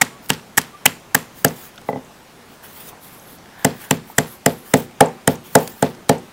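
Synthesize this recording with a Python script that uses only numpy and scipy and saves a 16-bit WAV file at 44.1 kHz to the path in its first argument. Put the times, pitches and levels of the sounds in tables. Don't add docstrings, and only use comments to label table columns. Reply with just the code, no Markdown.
import sys
import numpy as np
from scipy import signal
from scipy.fft import rfft, irfft
from scipy.io import wavfile
from scipy.ndimage import uniform_filter1d

SR = 44100
rng = np.random.default_rng(int(sys.argv[2]) if len(sys.argv) > 2 else 0)


def undo_db(level):
    steps = np.asarray(level, float) / 20
    return 10 ** steps


def dump(signal):
    limited = np.clip(np.atleast_2d(signal).T, -1, 1)
    pcm = np.round(limited * 32767).astype(np.int16)
    wavfile.write(sys.argv[1], SR, pcm)


N = 279064

# first touch of shell in [s], stone contact level in [dB], crush time in [ms],
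# crunch level in [dB], pitch of the shell cups in [Hz].
PESTLE_BLOWS = [(0.0144, -15, 5.9, 4, 1890), (0.3017, -15.5, 4.3, 2.5, 2860), (0.5767, -17.5, 7.1, 1, 1840),
                (0.8574, -14, 6.5, 5, 2000), (1.1475, -10.5, 5.4, 3, 1750), (1.4476, -1, 2.95, 4.5, 1580),
                (3.648, -1.5, 3.3, 2.5, 1830), (3.9097, -7.5, 2.27, 3.5, 3000),
                (4.183, -3.5, 4.4, 3.5, 1710), (4.4617, 0.5, 2.65, 4.5, 1840), (4.7383, 2.5, 2.6, 5, 1790),
                (5.0073, 10, 3.3, 4, 1370), (5.2765, 1.9, 2.06, 4.5, 1750), (5.5534, 10, 3.8, 6, 1630),
                (5.8251, 0.2, 3.4, -6.5, 1640), (6.0941, 4.5, 3.1, -1.5, 1790)]
STONE_AFTER_S = .0022
CUP_HZ = 1750


def evened(x):
    return x / np.sqrt(np.mean(x ** 2) + 1e-20)


def read(points, hz):
    f, value = np.transpose(points)
    return np.interp(np.log(hz + 1), np.log(f + 1), value)


def add(mix, s, sound):
    part = mix[max(round(s * SR), 0):][:len(sound)]
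    part += sound[:len(part)]


def resonate(x, hz, width):
    turn = np.exp(2j * np.pi * hz * np.arange(len(x)) / SR)
    r = np.exp(-np.pi * width / SR)
    return 2 * (turn * signal.lfilter([1 - r], [1, -r], x / turn)).real


def through(x, peaks):
    return sum(undo_db(db) * resonate(resonate(x, hz, w), hz, w) for hz, w, db in peaks)


def crackle(size, spread_db, density):
    luck = rng.random((size, 3))
    height = undo_db(-spread_db * np.log(1 - luck[:, 0]))
    sign = np.sign(luck[:, 1] - .5)
    return evened(height * sign * (luck[:, 2] < density))


def ring(hz, db, t60, swing, uneven_db):
    t = np.arange(SR // 3)[:, None] / SR
    db = db + uneven_db * rng.standard_normal(len(hz))
    soft = 1 - np.exp(-(t / .0002) ** 2)
    return (swing * soft * undo_db(db - 60 * t / t60) * np.sin(2 * np.pi * hz * t)).sum(1)


def air():
    # frequency in [Hz], level in [dB per Hz].
    colour = [(15, -46), (25, -10), (53, -10.5), (185, -1), (317, -6), (373, -4), (531, -7), (775, -6.5),
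              (1130, -9.5), (2000, -14), (2220, -14.5), (2690, -16.5), (16000, -28.5)]
    air_db = -42
    frames, hz = N // 256 + 5, np.fft.rfftfreq(1024, 1 / SR)
    a, b, patches = rng.standard_normal((frames, 513, 3)).T
    patches = evened(uniform_filter1d(uniform_filter1d(patches, 14, 0), 12, 1))
    z = (a + 1j * b) * undo_db(read(colour, hz)[:, None] + 1.3 * patches)
    return undo_db(air_db - 2.5) * evened(signal.istft(z, nperseg=1024, noverlap=768)[1][:N])


def hut(x):
    # frequency in [Hz], t60 in [s].
    reverb = [(100, 0.34), (260, 0.4), (700, 0.17), (1840, 0.34), (4850, 0.47), (12800, 0.32)]
    taps = np.zeros(SR // 2)
    at = np.arange(300, len(taps) - 20, 20)
    taps[at + rng.integers(0, 20, len(at))] = rng.choice([-1., 1.], len(at))
    hz, t, z = signal.stft(taps, SR, nperseg=256)
    tail = signal.istft(z * undo_db(-60 * t / read(reverb, hz)[:, None]), SR, nperseg=256)[1]
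    return signal.fftconvolve(x, tail / np.linalg.norm(tail))[:N]


def bird():
    # start of the held note in [s], level in [dB], pitch in [Hz], held time in [s].
    whistles = [
        (.13, -45.5, 1130, 0.04),
        (.75, -36, 1193, .003),
    ]
    rise_s, fall_s, echo_s, echo_db = 0.029, 0.028, 0.077, -19
    scoop = 0.029
    mix = np.zeros(N)
    for s, db, hz, held_s in whistles:
        corners = np.cumsum([0, rise_s, held_s, fall_s, echo_s])
        t = np.arange(0, corners[-1], 1 / SR)
        shape_db = np.interp(t, corners, [echo_db, 0, 0, echo_db, echo_db])
        pitch = hz * (1 - scoop * np.exp(-t / rise_s))
        tone = np.sin(2 * np.pi * np.cumsum(pitch) / SR)
        add(mix, s - rise_s, undo_db(db + shape_db) * tone)
    return mix


def hiss(spectrum, patchy_db, flicker_db):
    frames, hz = N // 128 + 5, np.fft.rfftfreq(512, 1 / SR)
    a, b, patches = rng.standard_normal((frames, 257, 3)).T
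    patches = evened(uniform_filter1d(uniform_filter1d(patches, 5, 0), 18, 1))
    flicker = evened(uniform_filter1d(rng.standard_normal(frames), size=3))
    z = (a + 1j * b) * undo_db(read(spectrum, hz)[:, None] + patchy_db * patches + flicker_db * flicker)
    return evened(signal.istft(z, nperseg=512, noverlap=384)[1][:N])


def knife():
    # start in [s], end in [s], level in [dB], swell over the stroke in [dB].
    pushes = [(0.235, 0.268, -42, 2), (1.352, 1.557, -44, 5), (1.564, 1.696, -38.5, -4),
              (1.87, 1.9, -44.5, 9), (2.5, 2.57, -51.5, 1), (2.633, 2.914, -37, -4.5),
              (3.585, 3.8, -46, -1), (3.801, 3.87, -37, 1), (3.899, 3.97, -36, -9),
              (4.057, 4.127, -41.5, 0), (4.642, 4.845, -37.5, 8), (5.283, 5.351, -37.5, 0),
              (5.448, 5.62, -40, 5), (5.613, 5.915, -41, -13)]
    # start in [s], end in [s], level in [dB].
    pulls = [
        (3.022, 3.273, -45.5),
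        (3.28, 3.37, -44.5),
        (4.166, 4.398, -42.5),
        (4.465, 4.645, -45),
    ]
    # frequency in [Hz], level in [dB per Hz].
    thin_colour = [(400, -30), (800, -4), (1900, -5), (2400, -11), (3100, -5), (3900, -12), (9000, -10),
                   (12500, -8), (14000, -4), (14900, -1), (16000, -3)]
    wet_colour = [(800, -30), (1900, -9), (2800, -17), (4200, -14), (5300, -17), (9000, -10), (10500, -5),
                  (11700, 0), (12700, -2), (13500, -11), (16000, -17)]
    push_wet, pull_wet, pull_fade_db, grip_db = 0.03, 0.46, -9, 2.5
    strokes = [(*row, push_wet) for row in pushes] + [(*row, pull_fade_db, pull_wet) for row in pulls]
    thin, juicy = np.zeros((2, N))
    for start, end, db, swell_db, wet in strokes:
        level = undo_db(db + swell_db * np.linspace(-.5, .5, round((end - start) * SR)))
        add(thin, start, level * np.sqrt(1 - wet))
        add(juicy, start, level * np.sqrt(wet))
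    cut = uniform_filter1d(thin, 1600) * hiss(thin_colour, 3.2, 1.8)
    cut = cut + uniform_filter1d(juicy, 2200) * hiss(wet_colour, 3.0, 1.4)
    grip = evened(uniform_filter1d(uniform_filter1d(rng.standard_normal(N), size=1500), size=1500))
    return undo_db(grip_db * grip) * cut


def drag():
    # time in [s], level in [dB].
    path = [
        (3.45, -60),
        (3.55, -48),
        (3.64, -40.5),
        (3.78, -50),
        (3.84, -42.5),
        (3.89, -46),
    ]
    # frequency in [Hz], width in [Hz], level in [dB].
    peaks = [(1650, 440, 6), (910, 430, 1), (3200, 980, -6.5)]
    level_db = np.interp(np.arange(N) / SR, *np.transpose(path), left=-99, right=-99)
    return undo_db(level_db) * evened(through(crackle(N, 1.2, 0.044), peaks))


def snaps():
    # start in [s], peak level in [dB], pitch in [Hz].
    ticks = [(.049, -25, 7000), (.243, -47, 12000), (.2875, -26, 11250), (.851, -29, 2000),
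             (.861, 2.5, 2760), (.876, -21, 3200), (.895, -23, 2700), (.92, -29, 2000), (1.0, -44, 8000),
             (1.188, -29, 7000), (1.482, -18.5, 6200), (1.646, -39, 5500), (1.778, -29, 3200),
             (1.7807, -39, 5930), (2.048, -41, 7000), (3.1971, -35, 6500), (3.385, -42, 5500),
             (3.911, -10, 2170), (4.207, -30, 7000), (5.85, -37, 2600), (4.77, -21.5, 7960),
             (5.059, -23.5, 7750), (5.085, -34, 7040), (5.355, -31.5, 6500), (5.587, -24, 7100),
             (6.182, -35, 7500), (6.0921, -11.5, 4000)]
    cracks = [(.0225, -2.5, 5000), (.26, -36, 6000), (.294, -15, 5000), (.2965, -16, 4000),
              (.299, -11, 5000), (.333, -22, 4000), (.338, -17, 4000), (.572, -14, 9000),
              (.5863, -3.5, 7300), (.615, -19, 6050), (1.759, -35, 6000), (1.815, -34, 7000),
              (3.458, -35, 2000), (4.9117, -38, 5000), (5.6762, -15.5, 6900), (5.9494, -33, 5100),
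              (6.086, -26, 7000)]
    dull_taps = [
        (1.7804, -32, 1370),
        (2.929, -33.5, 780),
        (4.0987, -29, 820),
        (4.104, -40, 850),
    ]
    mix, t = np.zeros(N), np.arange(600) / SR
    for rows, share in (ticks, 0.28), (cracks, 2.1), (dull_taps, 0.33):
        for s, db, hz in rows:
            burst = rng.standard_normal(len(t)) * np.exp(-t / 0.0025)
            click = through(burst, [(hz, share * hz, 0)])
            add(mix, s, undo_db(db) * click / abs(click).max())
    return mix


def crumbs():
    # frequency in [Hz], level in [dB per Hz].
    colour = [(300, -58), (900, 13), (1400, 9.5), (3000, 4), (4600, 0), (7500, -9), (11000, -9),
              (16000, -12)]
    splinters = [1850, 2470, 3480, 4570, 5360, 6500, 8200, 9700]
    level, t = np.zeros(N), np.arange(SR // 4) / SR
    for s, _, crush_ms, *_ in PESTLE_BLOWS:
        slow_db = -30.5 + 0.39 * crush_ms
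        quick_shower = undo_db(-20 - 60 * t / 0.019)
        slow_shower = undo_db(slow_db - 60 * t / 0.29)
        add(level, s + STONE_AFTER_S, quick_shower + slow_shower)
    bits = sum(signal.lfilter(*signal.iirpeak(hz, 5, SR), crackle(N, 2.5, .004)) for hz in splinters)
    grains = rfft(level * (crackle(N, 2.37, 0.11) + undo_db(-5.0) * evened(bits)))
    return irfft(grains * undo_db(read(colour, np.fft.rfftfreq(N, 1 / SR))), N)


def crunch(crush_s, lead_s, hz, db, treble_db, cup_db):
    # frequency in [Hz], width in [Hz], level in [dB].
    shell = [(850, 328, 3.5), (1506, 910, -0.5), (3000, 1270, -4.5), (5750, 1200, -13), (7630, 3640, -1.5)]
    t = np.arange(-882, 1500) / SR
    press = np.exp(np.minimum(t, 0) / lead_s) / (1 + np.exp((t - crush_s) / .0005))
    cracks = press * crackle(len(t), 4.24, .5)
    mix = 0
    for f, width, peak_db in [(hz, 450, cup_db), *shell, (12000, 6000, treble_db - 4.0)]:
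        mix = mix + undo_db(peak_db) * np.sqrt(width) * evened(through(cracks, [(f, width, 0)]))
    return undo_db(db - 45.0) * np.sqrt(np.mean(press ** 2)) * mix


def crushing():
    # time in [s], level in [dB].
    brittle = [(0, -8), (1.2, 5), (4.7, -14), (6.1, -7)]
    mix = np.zeros(N + 882)
    for s, contact_db, crush_ms, db, hz in PESTLE_BLOWS:
        cup_db = 3 - 9 * np.log2(hz / CUP_HZ) - 0.45 * contact_db
        treble_db = np.interp(s, *np.transpose(brittle))
        add(mix, s, crunch(crush_ms / 1000, .0008, hz, db, treble_db, cup_db))
    return mix[882:]


def body(thud_db, ring_db):
    # frequency in [Hz], level in [dB], t60 in [s],
    # first swing towards (+1) or away (-1).
    modes = [(117, -5.6, 0.019, -1), (160, -19.0, 0.236, 1), (192, -15.7, 0.146, 1), (214, -15.8, 0.119, 1),
             (258, -11.3, 0.124, 1), (362, -32.1, 0.4, -1), (376, -12.4, 0.041, 1), (428, -19.6, 0.175, 1),
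             (517, -22.6, 0.176, -1), (527, -22.0, 0.18, -1), (576, -14.1, 0.113, -1),
             (669, -20.9, 0.121, -1), (686, -13.4, 0.088, -1), (772, -38.3, 0.374, -1),
             (809, -12.2, 0.059, -1), (879, -20.0, 0.039, 1), (996, -21.6, 0.041, 1),
             (1166, -26.0, 0.015, 1)]
    # frequency in [Hz], gain in [dB].
    mode_balance = [(117, 0.5), (160, -1), (200, -1.5), (258, -1.5), (430, 0), (520, -2), (690, 1.5),
                    (810, 3.5), (1000, -4)]
    hz, db, t60, swing = np.transpose(modes)
    db = db + read(mode_balance, hz) + np.where(hz < 400, thud_db, ring_db)
    return ring(hz, db, 0.93 * t60, swing, 1.5)


def pounding():
    # start in [s], table thud, bowl ring and pestle ring in [dB].
    knocks = [
        (1.8896, -12.5, -5, -16),
        (1.9314, -14.5, -17, -26),
        (1.9595, -14.5, -15.5, -35.5),
        (1.9747, -23, -34, -37),
    ]
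    # frequency in [Hz], level in [dB], t60 in [s].
    pestle = [(2000, -3.5, 0.056), (4000, -21, 0.034), (1170, 4.5, 0.0067)]
    gripped_db = -20
    hits = list(knocks)
    wood = [(s, wood_db) for s, *_, wood_db in knocks]
    for s, contact_db, _, crunch_db, hz in PESTLE_BLOWS:
        thud_db = min(2 + 0.73 * contact_db + 5.5 * np.log2(hz / CUP_HZ), 3)
        hits.append((s + STONE_AFTER_S, thud_db, contact_db))
        wood.append((s, gripped_db + crunch_db))
    mix, push = np.zeros((2, N))
    first = np.exp(-(np.arange(SR // 3) / SR / .005) ** 2)
    for s, thud_db, ring_db, *_ in hits:
        sound = body(thud_db, ring_db)
        add(mix, s, sound)
        add(push, s, first * sound)
    for s, wood_db in wood:
        add(mix, s - .002, undo_db(wood_db) * ring(*np.transpose(pestle), 0.81, 2.8))
    return signal.lfilter(*signal.butter(2, 100.0 / SR * 2, "high"), [mix, push])


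def scene():
    sharp = crushing() + snaps()
    heavy, push = pounding()
    echoes = hut(undo_db(-28) * sharp + undo_db(-5) * push)
    return (air() + bird() + knife() + drag() + crumbs() + sharp + heavy + echoes)[None]


def low_pass(x):
    return signal.sosfilt(signal.butter(12, 16250, fs=SR, output="sos"), x)


def record(dry):
    edge = signal.firwin(301, 15850, window=("kaiser", 9), fs=SR)
    x = np.clip(signal.oaconvolve(dry, edge[None], "same"), -1, 1)
    return low_pass(x)


dry = scene()
out = record(dry)
dump(out)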